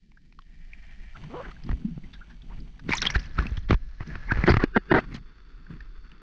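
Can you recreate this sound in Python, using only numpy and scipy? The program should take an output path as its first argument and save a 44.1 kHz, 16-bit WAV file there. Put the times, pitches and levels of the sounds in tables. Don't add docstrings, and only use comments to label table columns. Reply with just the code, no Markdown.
import sys
import numpy as np
from scipy import signal
from scipy.fft import rfft, irfft
from scipy.io import wavfile

SR = 44100
rng = np.random.default_rng(int(sys.argv[2]) if len(sys.argv) > 2 else 0)


def wav_record(signal):
    frames = np.transpose(np.atleast_2d(signal))
    bounded = np.clip(frames, -1, 1)
    quanta = np.round(bounded * 32767).astype(np.int16)
    wavfile.write(sys.argv[1], SR, quanta)


N = 274284
T = np.arange(N) / SR


def amp(db):
    return 10 ** (np.asarray(db) / 20)


def unit(x):
    return x / np.sqrt(np.mean(x ** 2) + 1e-20)


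def add(mix, start_s, sound):
    part = mix[max(round(start_s * SR), 0):][:len(sound)]
    part += sound[:len(part)]


def wander(length, rate):
    knots = np.arange(length) * rate / SR
    return unit(np.interp(knots, np.arange(length), rng.standard_normal(length)))


def response(spectrum, modes=(), size=4096):
    hz = np.fft.rfftfreq(size, 1 / SR)
    f, db = np.transpose(spectrum)
    gain = amp(np.interp(np.log(hz + 1), np.log(f), db))
    peaks = sum(amp(d) / (1 + (2 * (hz - centre) / width) ** 2) for centre, width, d in modes)
    gain = gain * (1 + peaks)
    cepstrum = irfft(np.log(gain))
    cepstrum[1:size // 2] *= 2
    cepstrum[size // 2 + 1:] = 0
    taps = irfft(np.exp(rfft(cepstrum)))
    return taps / np.linalg.norm(taps)


def through(x, taps):
    return signal.oaconvolve(x, taps)[:len(x)]


def grains(length, per_s, spread_db, share):
    clicks = (rng.random(length) < per_s / SR) * rng.choice([-1, 1], length)
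    clicks = clicks * amp(spread_db * np.minimum(rng.exponential(1, length), 4))
    return np.sqrt(share) * unit(clicks) + np.sqrt(1 - share) * rng.standard_normal(length)


# f/Hz, level/dB
SURGE_SPECTRUM = [(8, -5.5), (22, 3.5), (46, -2), (64, -10), (100, -34), (300, -62.5), (800, -86.5)]


def surge(heave_db, churn_db):
    eddy_spectrum = [(30, -19.5), (70, 1.5), (125, -4.5), (200, -26.5), (600, -63.5)]
    slow = unit(through(rng.standard_normal(N), response(SURGE_SPECTRUM)))
    eddies = unit(through(rng.standard_normal(N), response(eddy_spectrum)))
    eddy_db = 1.175 * heave_db + 0.82 * churn_db + 38.0
    return amp(heave_db + 1.15) * slow + amp(eddy_db) * eddies


# t/s, level/dB
STEADY_WASH = [(0, -81), (.4, -73), (.8, -58), (1.4, -57.5), (1.62, -65.5), (2.8, -68.5), (3.85, -63),
               (4.72, -57), (5.2, -60.5), (6.22, -59.5)]
# crest t/s, rise/s, fall/s, wash level/dB, churn level/dB
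SWASHES = [(1.18, .03, 0.27, -52.5, -50.5), (1.48, 0.11, 0.042, -53, -53), (1.74, 0.12, 0.14, -65, -46),
           (2.05, 0.028, 0.19, -63.5, -52.5), (2.58, 0.11, 0.13, -61, -50),
           (2.91, 0.058, 0.079, -53, -38.5), (3.079, 0.06, .12, -40.5, -38.5),
           (3.41, 0.05, 0.096, -41, -40), (4.12, 0.07, 0.1, -45.5, -48), (4.48, 0.19, 0.083, -38, -45.5),
           (5.0, 0.093, 0.038, -40, -41.5), (5.12, 0.055, 0.055, -58.5, -43),
           (5.71, .02, 0.086, -52.5, -51)]
CALM_CHURN_DB = -64.5
CHURN_FOLLOWS, CALM_HEAVE_DB = 0.48, -44.5


def swashes(heave_db):
    wash_power = amp(np.interp(T, *np.transpose(STEADY_WASH))) ** 2
    calm_db = CALM_CHURN_DB + CHURN_FOLLOWS * np.minimum(heave_db - CALM_HEAVE_DB, 0)
    churn_power = amp(calm_db) ** 2
    for crest_s, rise_s, fall_s, wash_db, churn_db in SWASHES:
        since_s = T - crest_s
        shape = np.exp(-np.where(since_s < 0, (since_s / rise_s) ** 2, abs(since_s / fall_s)))
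        wash_power = wash_power + (amp(wash_db) * shape) ** 2
        churn_power = churn_power + (amp(churn_db) * shape) ** 2
    return 10 * np.log10(wash_power), 10 * np.log10(churn_power)


def wash(drops, spectrum, peaks):
    rush = through(drops, response(spectrum, peaks))
    body = signal.oaconvolve(rush, signal.firwin(61, 2950, fs=SR), "same")
    return np.array([unit(body), unit(rush - body)])


# t/s, level/dB
HEAVE = [(0, -60), (.5, -48.5), (1.05, -42.5), (1.35, -43), (1.7, -41), (2.3, -46), (2.55, -38.5),
         (2.75, -44.5), (3.15, -38), (3.8, -31.5), (3.95, -41.5), (4.2, -35.5), (4.6, -31), (4.85, -46),
         (5.15, -40), (5.4, -50.5), (5.85, -39), (6.22, -49.5)]
# f/Hz, level/dB
CHURN_SPECTRUM = [(50, -21.5), (95, -9.5), (150, 3.5), (260, -6), (380, -16), (600, -35), (1500, -59.5)]
# f/Hz, width/Hz, level/dB
STILL_SPECTRUM = [(250, -30), (500, -25), (680, -11), (1080, -19), (1500, -12.5), (1850, -2), (2300, -11),
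                  (2750, -9.5), (3600, -11), (4500, -8.5), (6000, -14.5), (7000, -18.5), (14000, -49)]
STILL_PEAKS = [(1840, 110, -12), (2340, 79, 8), (3080, 200, -6)]
STIRRED_SPECTRUM = [(250, -18.5), (500, -8), (700, -0.5), (1050, -5), (1550, -5.5), (2100, -6),
                    (2700, -4.5), (3600, -5.5), (5000, -14.5), (6000, -10.5), (7000, -19), (8500, -24.5),
                    (14000, -56)]
STIRRED_PEAKS = [(2000, 46, 2), (2270, 55, 2), (3050, 260, -6), (4540, 300, 3.5)]
WET_SPECTRUM = [(250, -19), (500, 0), (900, -4), (1600, 4.5), (2300, -2.5), (3000, -10), (3900, -14),
                (5500, -14.5), (6500, -22), (8500, -44), (14000, -58)]
WET_PEAKS = [(1713, 35, 9.5), (1930, 90, -8), (4200, 230, 1.5)]
DRAINED_SPECTRUM = [(250, 2), (400, 1.5), (600, -16), (900, -10), (1400, -0.5), (2000, -7), (2400, -11),
                    (4000, -16.5), (5000, -15), (6000, -20.5), (7000, -27.5), (8500, -42.5), (14000, -55.5)]
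DRAINED_PEAKS = [(1300, 320, -9), (2670, 130, -4.5), (3500, 190, 7), (4490, 190, 10.5)]
STIRRED_S, SURFACING_S = 1.137, 2.88
DRAINED_S = 4.6
FIZZ_DB, FIZZ_FOLLOWS, QUIET_WASH_DB = -69.5, 0.47, -64
STILL_FIZZ_DB, STIRRED_FIZZ_DB, DRAINED_FIZZ_DB = -3, 0, -3


def flow():
    heave_db = np.interp(T, *np.transpose(HEAVE))
    wash_db, churn_db = swashes(heave_db)
    stirred, above, drained = (np.clip((T - moment_s) / .04 + .5, 0, 1)
                               for moment_s in (STIRRED_S, SURFACING_S, DRAINED_S))
    still, under, wet = 1 - stirred, stirred - above, above - drained

    fizz_db = FIZZ_DB + FIZZ_FOLLOWS * (wash_db - QUIET_WASH_DB)
    fizz_db = fizz_db + STILL_FIZZ_DB * still + STIRRED_FIZZ_DB * under + DRAINED_FIZZ_DB * drained

    rumble = through(rng.standard_normal(N), response(CHURN_SPECTRUM))
    churn = unit(rumble * amp(3.5 * wander(N, rate=23))) * amp(churn_db + 4.0)

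    wash_db = wash_db + 1.9 * wander(N, rate=48)
    drops = grains(N, per_s=800, spread_db=4.0, share=0.4)
    stages = [(still, STILL_SPECTRUM, STILL_PEAKS), (under, STIRRED_SPECTRUM, STIRRED_PEAKS),
              (wet, WET_SPECTRUM, WET_PEAKS), (drained, DRAINED_SPECTRUM, DRAINED_PEAKS)]
    body, fizz = sum(share * wash(drops, spectrum, peaks) for share, spectrum, peaks in stages)
    return surge(heave_db, churn_db) + churn + body * amp(wash_db - 1.7) + fizz * amp(fizz_db - 1.4)


# t/s, f/Hz, level/dB
SQUEAK = [(1.30, 202.6, -42.5), (1.331, 254.6, -44.5), (1.342, 313, -35.5), (1.362, 487, -38),
          (1.385, 503, -38), (1.402, 491, -35.5), (1.412, 553, -37), (1.426, 580, -48)]
SQUEAK_PARTIALS_DB = [6, 0, -15, -37]


def squeak():
    s, hz, db = np.transpose(SQUEAK)
    t, out = np.arange(s[0], s[-1], 1 / SR), np.zeros(N)
    turns = np.cumsum(np.interp(t, s, hz) * (1 + 0.05 * wander(len(t), rate=650))) / SR
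    tone = sum(amp(d) * np.sin(2 * np.pi * (k + 1) * turns) for k, d in enumerate(SQUEAK_PARTIALS_DB))
    rough_tone = unit(tone * amp(1.9 * wander(len(t), rate=830)))
    scrape_spectrum = [(100, -11), (300, -5), (1200, 4.5), (1700, -11.5), (3000, -13), (8000, -54)]
    scrape = through(rng.standard_normal(len(t)), response(scrape_spectrum))
    add(out, s[0], (0.92 * rough_tone + 0.34 * scrape) * amp(np.interp(t, s, db)))
    return out


# start t/s, end t/s, rate/s^-1, first level/dB, last level/dB, centre f/Hz, spread/octaves
SWARMS = [(1.204, 2.803, 7, -55, -57, 2000, 1.65), (2.901, 3.127, 240, -35.5, -35.5, 3210, 1.8),
          (3.132, 3.648, 70, -45.5, -50.5, 3415, 1.7)]
SWARM_SPREAD_DB, SWARM_SPLASH, SWARM_RING_CYCLES = 12, 0.24, 3.2


def swarms():
    for start_s, end_s, per_s, first_db, last_db, centre_hz, octaves in SWARMS:
        count = max(round(per_s * (end_s - start_s)), 1)
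        for k, (place, strength, size) in enumerate(rng.random((count, 3))):
            age = (k + place) / count
            db = first_db + (last_db - first_db) * age + SWARM_SPREAD_DB * (strength - .5)
            hz = centre_hz * 2 ** (octaves * (size - .5))
            yield start_s + age * (end_s - start_s), db, hz, SWARM_RING_CYCLES / hz, SWARM_SPLASH


LINGER_DB, LINGER_TIMES = -23, 4.7
SPLASH_FROM = 0.35


def pocket(db, hz, swell_s, decay_s, splash):
    t = np.arange(-SR // 20, SR // 9) / SR
    burst, linger = (amp(db + 1.0) * np.exp(-np.logaddexp(-t / swell_s, t / fall_s))
                     for fall_s in (decay_s, LINGER_TIMES * decay_s))
    pitch_hz = hz * (1 + .06 * np.tanh(t / 0.021) + .07 * wander(len(t), rate=hz / 3))
    ring = (burst + amp(LINGER_DB) * linger) * np.sin(2 * np.pi * np.cumsum(pitch_hz) / SR)
    highpass = signal.butter(2, min(SPLASH_FROM * hz, SR / 4), "high", fs=SR, output="sos")
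    spray = signal.sosfilt(highpass, rng.standard_normal(len(t)))
    return t[0], ring, burst * splash * spray


# t/s, level/dB, f/Hz, decay/s, splash share
BUBBLES = [(0.118, -53, 2260, 0.0019, 0.89), (0.173, -45.5, 1591, 0.0035, 0.19),
           (.325, -50, 2300, 0.0016, 1), (0.39, -36.5, 1136, 0.002, .35), (0.42, -54, 3130, 0.0027, 1),
           (0.734, -30.5, 2256, .0016, 0.11), (.891, -50, 1850, .004, .1), (1.238, -42, 974, .003, 1),
           (1.515, -39.5, 1203, .004, 0.53), (1.566, -43, 1626, .003, 0.17),
           (1.637, -46.5, 4860, 0.0032, 1), (1.665, -30.5, 208, 0.0055, 0.14),
           (1.851, -14.5, 213, 0.0079, 0.0061), (1.885, -27.5, 249.7, 0.01, .02),
           (1.914, -28, 156.7, 0.019, 0), (1.966, -27, 147.7, 0.01, 0), (2.038, -48, 1940, 0.0098, .15),
           (2.135, -43.5, 3496, 0.0093, 1), (2.151, -48, 1600, 0.012, 0.17), (2.214, -39, 1429, 0.0086, 0),
           (2.301, -48, 1563, 0.016, 0.56), (2.42, -46, 3400, 0.0028, 0.65),
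           (2.603, -49, 4620, 0.0032, 0.54), (2.795, -43, 1575, 0.0037, 1),
           (2.908, -42, 6700, 0.0014, 0.69), (2.919, -14, 2160, 0.0024, 0.0016),
           (2.926, -12, 2218, 0.0018, 0.31), (2.934, -12.5, 2152, 0.0031, .5),
           (2.935, -21.5, 1020, 0.0084, .4), (2.953, -27.5, 6400, 0.0026, 0.63),
           (2.97, -24.5, 5750, 0.0057, .1), (2.982, -22, 3801, 0.0033, 0.39),
           (3.019, -15.5, 5521, 0.0016, 0.99), (3.025, -18, 3805, 0.0027, .7),
           (3.026, -27.5, 1400, .007, .1), (3.0537, -14, 3235, 0.001, 0.97), (3.065, -17, 3227, 0.0036, .8),
           (3.07, -7.5, 3127, .0022, 0.16), (3.102, -22.5, 2190, 0.0025, 1),
           (3.104, -27.5, 5590, 0.0043, 0.48), (3.193, -38.5, 5080, 0.0072, 1),
           (3.424, -32, 1096, 0.0045, 0.45), (3.468, -24.5, 2592, 0.0019, 0.45),
           (3.571, -35, 3203, 0.0042, 1), (4.075, -45, 5190, .002, 1), (4.439, -16, 2008, 0.0025, 0),
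           (4.494, -25, 4510, 0.011, 0.087), (5.667, -43, 1483, 0.0025, 0.35),
           (5.806, -35.5, 1793, 0.0029, .3), (6.117, -45, 2740, 0.0021, 1)]
# t/s, level/dB, f/Hz, swell/s
SQUELCHES = [(1.162, -36.5, 1464, 0.0065), (1.461, -37, 1550, 0.016), (3.156, -13.5, 1653, 0.0041),
             (3.389, -15.5, 1443, 0.0036), (4.304, -30.5, 2170, 0.012), (4.32, -12, 1696, 0.0072),
             (4.638, -22.5, 1570, 0.011), (4.767, -14, 1590, 0.0073), (4.915, -18.5, 1600, 0.0064)]
SWELL_SHARE = 0.21
SQUELCH_BREAK_S, SQUELCH_SPLASH = 0.0029, 0.06


def bubbles():
    rings, splashes = np.zeros(N), np.zeros(N)
    pockets = [(s, db, hz, swell_s, SQUELCH_BREAK_S, SQUELCH_SPLASH) for s, db, hz, swell_s in SQUELCHES]
    for s, db, hz, decay_s, splash in BUBBLES + list(swarms()):
        pockets.append((s, db, hz, SWELL_SHARE * decay_s, decay_s, splash))
    for s, *traits in pockets:
        lead_s, ring, splash = pocket(*traits)
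        add(rings, s + lead_s, ring)
        add(splashes, s + lead_s, splash)
    colour = response([(200, -7.5), (900, 8.0), (1800, 7), (3300, 0.0), (4200, 0), (5800, -5),
                       (7200, -29.5), (8300, -22), (10000, -42), (14000, -52)])
    return amp(-1.0) * rings + amp(-2) * through(splashes, colour)


def gurgle(length, centre_hz, per_s, cycles):
    out, t = np.zeros(length), np.arange(SR // 40) / SR
    for place, size, strength in rng.random((1 + int(per_s * length / SR), 3)):
        hz = centre_hz * 2 ** (1.2 * (size - .5))
        shape = t * np.exp(-t * hz / cycles) * hz / cycles
        ring = np.sin(2 * np.pi * hz * t * (1 + 4 * t)) * shape
        add(out, place * length / SR - cycles / hz, amp(14 * strength) * ring)
    return unit(out)


# f/Hz, level/dB
CASE_SPECTRUM = [(40, -11), (200, 2.5), (400, -3), (560, -6), (750, -1), (1150, 1), (1500, -1.5),
                 (2000, -2), (2500, -7), (3200, -17.5), (4000, -17.5), (4800, -20.5), (6300, -30.5),
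                 (9500, -61), (14000, -75.5)]
# f/Hz, width/Hz, level/dB
CASE_MODES = [(367, 130, 5), (710, 80, -15), (1457, 270, -14), (1830, 80, -6), (3320, 130, -9.5),
              (4300, 200, -9.5)]
# start t/s, end t/s, level/dB, treble tilt/(dB/octave)
SHEETS = [(1.413, 1.51, -46, -2.5), (1.672, 1.736, -56.5, 3.5), (2.493, 2.539, -51, -3),
          (2.876, 2.989, -36, 5.5), (3.008, 3.079, -33, 3), (3.137, 3.172, -34, 6), (3.169, 3.28, -52, 8),
          (3.372, 3.423, -44.5, 4.5), (3.681, 3.754, -37.5, 3.5), (3.996, 4.039, -43.5, 0.5),
          (4.269, 4.36, -42, -4.5), (4.352, 4.474, -41, 0), (4.457, 4.521, -27, 2), (4.529, 4.583, -41, 2),
          (4.59, 4.639, -30, -1), (4.936, 5.013, -35, 2), (4.993, 5.059, -52.5, -3), (5.1, 5.199, -49.5, 3),
          (5.14, 5.17, -43.5, 9.5)]


def sheets():
    out = np.zeros(N)
    for start_s, end_s, db, tilt_db in SHEETS:
        length = max(round((end_s - start_s) * SR), 64)
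        swell = signal.windows.tukey(length, .4)
        drops = grains(length, per_s=2000, spread_db=-0.5, share=0.7)
        clumps = drops * amp(2.1 * wander(length, rate=180))
        colour = response([(hz, d + tilt_db * np.log2(hz)) for hz, d in CASE_SPECTRUM], CASE_MODES)
        add(out, start_s, amp(db - 4.0) * signal.fftconvolve(unit(clumps * swell), colour))
        trapped = gurgle(length, centre_hz=1700 * 2 ** (tilt_db / 7), per_s=210, cycles=4.5)
        add(out, start_s, amp(db - 6.0) * swell * trapped)
    return out


# t/s, level/dB, swell/s
CREAKS = [(4.64, -33.5, 0.019), (4.769, -30, 0.012), (4.915, -24, 0.0069)]
# f/Hz, level/dB
CREAK_TONES = [(400, 2), (1630, -3.5), (2500, -14), (2870, -12), (3600, -18.5), (4720, -23)]


def creaks():
    out, t = np.zeros(N), np.arange(-SR // 15, SR // 25) / SR
    for s, db, swell_s in CREAKS:
        shape = amp(db) * np.exp(np.where(t < 0, t / swell_s, -t / 0.0096))
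        for hz, tone_db in CREAK_TONES:
            pitch_hz = hz + 45 * wander(len(t), rate=317)
            tone = np.sin(2 * np.pi * np.cumsum(pitch_hz) / SR)
            add(out, s + t[0], amp(tone_db) * shape * tone)
    return out


# start t/s, end t/s, level/dB, first slip f/Hz, last slip f/Hz
JUDDERS = [(4.477, 4.501, -13, 178, 235), (4.763, 4.776, -12.5, 252, 258), (4.915, 4.925, -11.5, 330, 310),
           (4.94, 4.955, -13.5, 347, 330), (4.959, 4.991, -16.5, 344, 604)]
# f/Hz, level/dB
JUDDER_SPECTRUM = [(60, -5.5), (230, 3), (350, -1.5), (550, -7.5), (750, -1.5), (1150, -9), (1500, -4.5),
                   (2000, -8), (2500, -29.5), (3500, -31.5), (5000, -36.5), (7000, -64), (9500, -110.5)]


def judders():
    out, case = np.zeros(N), response(JUDDER_SPECTRUM, CASE_MODES)
    lowpass = signal.butter(4, 4800, fs=SR, output="sos")
    for start_s, end_s, db, first_hz, last_hz in JUDDERS:
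        length = max(round((end_s - start_s) * SR), 64)
        slip_hz = np.linspace(first_hz, last_hz, length) * (1 + 0.076 * wander(length, rate=300))
        turns = np.cumsum(slip_hz) / SR
        slips = np.diff(np.floor(turns), prepend=-1) * amp(1.1 * wander(length, rate=390))
        drive = unit(unit(slips) + 0.64 * rng.standard_normal(length))
        swing = signal.fftconvolve(drive, case)
        swing = signal.sosfilt(lowpass, 2.68 * np.tanh(swing / 2.59))
        add(out, start_s, -amp(db) * swing)
    return out


# t/s, push level/dB, settled push f/Hz, crack level/dB
SLAPS = [(1.692, -23.5, 142, -26), (1.699, -18.5, 37.7, -53), (1.714, -28, 116, -24), (1.73, -19, 51, -36),
         (1.978, -28.5, 151, -44), (2.892, -20.5, 212, -19.5), (2.906, -20.5, 146, -19.5),
         (3.159, -13, 49, -17), (3.389, -14.5, 47.8, -16), (3.456, -27, 148, -32), (3.518, -20, 48.5, -46),
         (3.577, -21, 71, -33), (3.698, -16, 126, -55), (3.708, -12.5, 222, -5.5), (3.716, -12, 65, -38),
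         (3.729, -13, 120.6, -15), (3.743, -15.5, 42, -18.5), (4.007, -25, 90.5, -29.5),
         (4.155, -46, 118, -23), (4.32, -17, 87, -13.5), (4.357, -21, 39.3, -22), (4.373, -26, 89, -21),
         (4.387, -15, 44.8, -28), (4.439, -12.5, 124, -16.5), (4.503, -9, 74, -13), (4.519, -13, 88, -9),
         (4.541, -13, 87, -9), (4.569, -12, 91, -8.5), (4.639, -6.5, 232, -7.5), (4.774, -10.5, 174, -26.5),
         (4.925, -15.5, 137, -25), (4.951, -12, 149, -22), (5.147, -28, 167, -44), (5.706, -34, 99, -44)]
PUSH_CYCLES = 0.7
LEAD_S, LEAD_SHARE = 0.0015, 0.085


def slaps():
    pushes, cracks, t = np.zeros(N), np.zeros(N), np.arange(SR // 3) / SR
    for s, push_db, hz, crack_db in SLAPS:
        turns = hz * (t + 0.0046 * (1 - np.exp(-t / 0.012)))
        shape = np.exp(-t * hz / PUSH_CYCLES) * (1 - np.exp(-t / 0.00034))
        add(pushes, s, amp(push_db + 3.0) * np.sin(2 * np.pi * turns) * shape)
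        spatter = 0.25 * rng.standard_normal(len(t)) * np.exp(-t / 0.0031)
        add(cracks, s, amp(crack_db - 5.5) * ((t == 0) + spatter))
        lead = LEAD_SHARE * rng.standard_normal(len(t)) * np.exp(-t[::-1] / LEAD_S)
        add(cracks, s - t[-1], amp(crack_db) * lead)
    case = response(CASE_SPECTRUM, CASE_MODES)
    return pushes - through(cracks, case / abs(case).max())


def scene():
    return (flow() + squeak() + bubbles() + sheets() + creaks() + judders() + slaps())[None]


def record(dry):
    knee, headroom, treble_hz, edge_hz = .42, .22, 8600, 14200
    over = np.maximum(abs(dry) - knee, 0)
    rounded = dry - np.sign(dry) * (over - headroom * np.tanh(over / headroom))
    dull = signal.sosfilt(signal.butter(2, treble_hz, fs=SR, output="sos"), rounded)
    band_limit = signal.firwin(511, edge_hz, window=("kaiser", 9), fs=SR)
    return signal.oaconvolve(dull, band_limit[None], "same")


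dry = scene()
out = record(dry)
wav_record(out)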